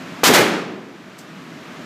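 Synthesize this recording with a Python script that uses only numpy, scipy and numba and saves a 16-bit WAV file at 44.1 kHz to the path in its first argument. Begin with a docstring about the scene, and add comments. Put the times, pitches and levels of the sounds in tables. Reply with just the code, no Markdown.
"""Two gunshots a tenth of a second apart: a submachine gun in a concrete indoor range, close to the microphone.
Each shot is a pressure pulse, a bright noise blast, wall echoes, a boom from down the lane and reverberation.
A spent case then clinks, as struck modes and short noise; ventilation is filtered noise with a duct drone.
The microphone overloads, and its gain control ducks the ventilation, which slowly comes back up."""
import sys
import numpy as np
from scipy import signal
from scipy.fft import rfft, irfft
from scipy.io import wavfile
from scipy.ndimage import uniform_filter1d
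from numba import njit

SR = 44100
rng = np.random.default_rng(int(sys.argv[2]) if len(sys.argv) > 2 else 0)


def wav_record(signal):
    """Record a signal, one row per channel, as 16-bit PCM in the file named by sys.argv[1]."""
    frames = np.transpose(np.atleast_2d(signal))
    bounded = np.clip(frames, -1, 1)
    # unit amplitude maps onto the largest positive 16-bit level
    quanta = np.round(bounded * 32767).astype(np.int16)
    wavfile.write(sys.argv[1], SR, quanta)


N = 81585  # length in samples

# colour of echoes from hard walls: (f/Hz, relative spectral level/dB)
WALL_COLOUR = [(30, -46), (200, -13), (500, 3.5), (900, 0), (1400, -0.5), (2100, 0.5), (3000, -10),
               (7000, -18.5), (15500, -48)]


def gun():
    """Superposition: each round sums its direct sound, reflections and reverberation."""
    # rounds: (t/s, level/dB, treble lift of the blast/dB, blast delay/s, blast hold/s, wall echo level/dB)
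    rounds = [(0.2341, 2.5, 1.5, 0.00267, 0.026, -3), (0.3361, -1.5, 1.5, 0.00034, 0.011, 4.5)]
    bench_delay_s, bench_db = 0.002504, 12  # bounce off the bench, relative to the direct pulse
    total = 0
    for start, level_db, treble_db, delay, hold, walls_db in rounds:
        shot = muzzle(start)
        shot = shot + undb(bench_db) * muzzle(start + bench_delay_s)
        shot = shot + blast(start + delay, treble_db, hold)
        shot = shot + undb(walls_db) * walls(start)
        shot = shot + boom(start) + hall(start)
        total = total + undb(level_db) * shot
    return total


def muzzle(start):
    """Blast wave: a steep pressure jump and a suction phase, band-limited by the shooter's body."""
    pulse_db, time_constant_s = 8.5, 0.00068
    low_hz, top_hz = 340, 2540
    age = since(start) / time_constant_s
    pressure = undb(pulse_db) * (age > 0) * (1 - age) * np.exp(-age)
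    shade = signal.butter(2, [low_hz, top_hz], "band", fs=SR, output="sos")
    return signal.sosfilt(shade, pressure)


def blast(start, treble_db, hold):
    """Turbulent jet noise: a bright roar of gas, scattered by the booth walls and decaying exponentially."""
    # colour of the gas roar: (f/Hz, relative spectral level/dB)
    gas_colour = [(30, -30), (160, -5.5), (600, 4.5), (2000, 2), (3500, 1), (6700, -3), (9200, -9),
                  (13000, -8.5), (15500, -13)]
    level_db, attack_s, t60_s = 6, 0.0021, 0.19
    gas = noise(gas_colour)
    treble = highpass(gas, hz=3020)
    gas = gas + (undb(treble_db) - 1) * treble
    return undb(level_db) * gas * burst(start, attack_s, hold, t60_s)


def walls(start):
    """Early reflections: dense, duller echoes from the side walls and ceiling."""
    level_db, delay_s = 0.5, 0.011
    attack_s, hold_s, t60_s = 0.0045, 0.026, 0.13
    return undb(level_db) * noise(WALL_COLOUR) * burst(start + delay_s, attack_s, hold_s, t60_s)


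def boom(start):
    """Room modes: the low part of the shot returns from the lane and rings standing waves."""
    # standing waves of the room: (f/Hz, relative level/dB, t60/s)
    room_modes = [(162, -13, 0.96), (192.6, 0, 1.16), (252, -5.5, 1.24), (304.3, -3, .85), (369, -3, 0.9),
                  (428, -14, 0.29), (584, -15, .6)]
    # colour of the returning sound: (f/Hz, relative spectral level/dB)
    boom_colour = [(30, -18), (80, -26), (140, -7.5), (220, -4), (380, 2.5), (600, -7), (1000, -17.5),
                   (1600, -11), (4000, -28), (15500, -40)]
    delay_s, attack_s, hold_s, t60_s = 0.053, 0.004, 0.02, 0.15
    boom_db, modes_db = 3, -13
    back = start + delay_s
    rumble = noise(boom_colour) * burst(back, attack_s, hold_s, t60_s)
    return undb(boom_db) * rumble + undb(modes_db) * ring(back, room_modes)


def hall(start):
    """Diffuse reverberation: octave bands decay at their own rates, treble first; the backstop slaps late."""
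    # colour of the reverberation: (f/Hz, relative spectral level/dB)
    hall_colour = [(30, -58), (90, -22.5), (160, -7.5), (370, -1), (600, -5.5), (900, -6.5), (2000, -8),
                   (3500, -12), (6700, -17), (9500, -21), (15500, -24)]
    # decay of the reverberation: (f/Hz, t60/s)
    hall_decay = [(60, 1.0), (250, 1.265), (600, 0.89), (2000, 0.81), (5000, 0.62), (8000, 0.49),
                  (14000, 0.33)]
    level_db, build_s = 2, 0.022
    slap_delay_s, slap_db, slap_t60_s = 0.183, -15.5, 0.34
    spectrum = rfft(noise(hall_colour))
    octave = np.log2(np.maximum(np.fft.rfftfreq(N, 1 / SR), 1))
    age = since(start)
    tail = 0
    for centre in np.arange(4, 15):  # overlapping triangular bands centred on 2**centre Hz
        band = irfft(spectrum * np.maximum(1 - abs(octave - centre), 0), N)
        tail = tail + band * fade(age, along(hall_decay, 2. ** centre))
    tail = tail * np.minimum(age / build_s, 1)
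    slap = undb(slap_db) * noise(WALL_COLOUR) * burst(start + slap_delay_s, 0.014, 0, slap_t60_s)
    return undb(level_db) * (tail + slap)


def spent_case():
    """Impact excitation: a brass case chatters on a hard surface, with ticks, modal ring and bright wash."""
    # contacts: (t/s, level/dB)
    contacts = [(1.1815, -13), (1.1850, -4), (1.1892, -3)]
    # modes of the case: (f/Hz, relative level/dB, t60/s)
    brass_modes = [(3800, -12, 0.06), (7354, -29.5, .12), (9000, -7, .075), (11070, -8, .07),
                   (13380, -14, .06)]
    # colour of ticks and wash: (f/Hz, relative spectral level/dB)
    scrape_colour = [(1500, -28), (3500, -8), (5000, -3), (7800, -3.5), (10000, -13), (13500, -11),
                     (15500, -14)]
    ring_db, tick_db, wash_db = -44, -33, -37
    tick_t60_s, wash_t60_s = 0.019, 0.18
    total = 0
    for start, level_db in contacts:
        tick = undb(tick_db) * burst(start, 0, 0, tick_t60_s)
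        wash = undb(wash_db) * burst(start, 0.00071, 0, wash_t60_s)
        clink = undb(ring_db) * ring(start, brass_modes)
        total = total + undb(level_db) * (clink + noise(scrape_colour) * (tick + wash))
    return total


def ventilation():
    """Flow noise and duct resonance: a steady rush over a swelling drone, both wavering a little."""
    # colour of the rush: (f/Hz, relative spectral level/dB)
    rush_colour = [(30, -41), (85, -21), (125, -9.5), (175, -5.5), (270, -7), (400, -9), (520, -14.5),
                   (630, -10.5), (800, -15), (1250, -13), (2400, -17.5), (4500, -26.5), (7000, -31.5),
                   (9500, -41.5), (13300, -41.5), (15500, -56)]
    # duct resonances: (f/Hz, offset at which the peak is 6 dB down/Hz, relative level/dB)
    duct_peaks = [(164.5, 7.4, -0.5), (185.6, 19, 0.5), (244, 12, 2), (274, 25, -3.5), (325, 12.7, -0.5)]
    # swelling and sinking of the drone: (t/s, level/dB)
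    drone_level = [(0, -39), (0.9, -40.5), (1.25, -43.5), (1.38, -35), (1.85, -38.5)]
    rush_db = -35
    waver_db, waver_hz = 0.14, 14  # spread of the random level targets, and their rate
    step = int(SR / waver_hz)
    targets = rng.standard_normal(N // step + 1)
    waver = uniform_filter1d(np.repeat(targets, step), step)[:N]
    freqs = np.fft.rfftfreq(N, 1 / SR)
    response = sum(undb(db) / (1 + ((freqs - hz) / width) ** 4) for hz, width, db in duct_peaks)
    drone = irfft(rfft(rng.standard_normal(N)) * response, N)
    drone = drone / np.std(drone)
    drone_db = np.interp(np.arange(N) / SR, *np.array(drone_level).T)
    air = undb(rush_db) * noise(rush_colour) + undb(drone_db) * drone
    return air * undb(waver_db * waver)


def undb(db):
    """Logarithmic level: decibels to amplitude gain."""
    return 10 ** (np.asarray(db) / 20)


def along(table, hz):
    """Logarithmic pitch axis: interpolate a (f/Hz, value) table over log frequency."""
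    f, v = np.array(table, float).T
    return np.interp(np.log(np.maximum(hz, 1)), np.log(f), v)


def noise(colour):
    """Spectral shaping: white noise weighted by a colour table, scaled to rms 1."""
    gain = undb(along(colour, np.fft.rfftfreq(N, 1 / SR)))
    x = irfft(rfft(rng.standard_normal(N)) * gain, N)
    return x / np.std(x)


def since(start):
    """Causality: seconds since a moment, zero before it."""
    return np.maximum(np.arange(N) / SR - start, 0)


def fade(age, t60):
    """Exponential energy loss: the level falls 60 dB in t60 seconds."""
    return np.exp(-np.log(1000) * age / t60)


def burst(start, attack, hold, t60):
    """Amplitude envelope: linear attack, hold, exponential decay."""
    age = since(start)
    rise = np.minimum(age / max(attack, 1 / SR), 1)
    return rise * fade(np.maximum(age - attack - hold, 0), t60)


def ring(start, modes):
    """Modal superposition: damped sinusoids start together in random phases."""
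    age = since(start)
    total = 0
    for hz, db, t60 in modes:
        wave = np.sin(2 * np.pi * hz * age + rng.uniform(0, 2 * np.pi))
        total = total + undb(db) * wave * fade(age, t60)
    return total * (age > 0)


def highpass(x, hz, order=1):
    """Maximally flat filtering: attenuate what lies below the cutoff."""
    return signal.sosfilt(signal.butter(order, hz, "high", fs=SR, output="sos"), x)


@njit
def gain_control(over_db, attack, recover):
    """Feed-forward control: the cut in dB approaches the excess exponentially and recovers linearly."""
    out, cut = np.empty(len(over_db)), 0.
    for i in range(len(over_db)):
        if over_db[i] > cut:
            cut += (over_db[i] - cut) * attack
        else:
            cut = max(cut - recover, 0.)
        out[i] = cut
    return out


def held_down(x, top_db, attack_s, recover_db_per_s):
    """Dynamic compression: excess over a threshold level lowers the gain."""
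    over_db = 20 * np.log10(abs(x) + 1e-9) - top_db
    attack = min(1 / (attack_s * SR), 1.)
    return x * undb(-gain_control(over_db, attack, recover_db_per_s / SR))


def scene():
    """Linear superposition of the sounds arriving at the microphone."""
    return (gun() + spent_case() + ventilation())[None]


def record(dry):
    """Nonlinear transduction: overload, slow and fast gain reduction, rounded peaks, and a band limit."""
    overload = undb(12)
    ceiling = 0.61  # amplitude approached by the rounded peaks
    x = overload * np.tanh(dry[0] / overload)
    x = highpass(x, hz=61, order=2)
    x = held_down(x, top_db=-2, attack_s=0.0068, recover_db_per_s=6.5)  # slow gain control
    x = held_down(x, top_db=-4.5, attack_s=0.00013, recover_db_per_s=259)  # fast limiter
    x = x / (1 + (x / ceiling) ** 8) ** (1 / 8)
    top_cut = signal.ellip(10, .2, 80, 15300, fs=SR, output="sos")  # steep low-pass at 15300 Hz
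    return signal.sosfilt(top_cut, x)[None]


dry = scene()
out = record(dry)
wav_record(out)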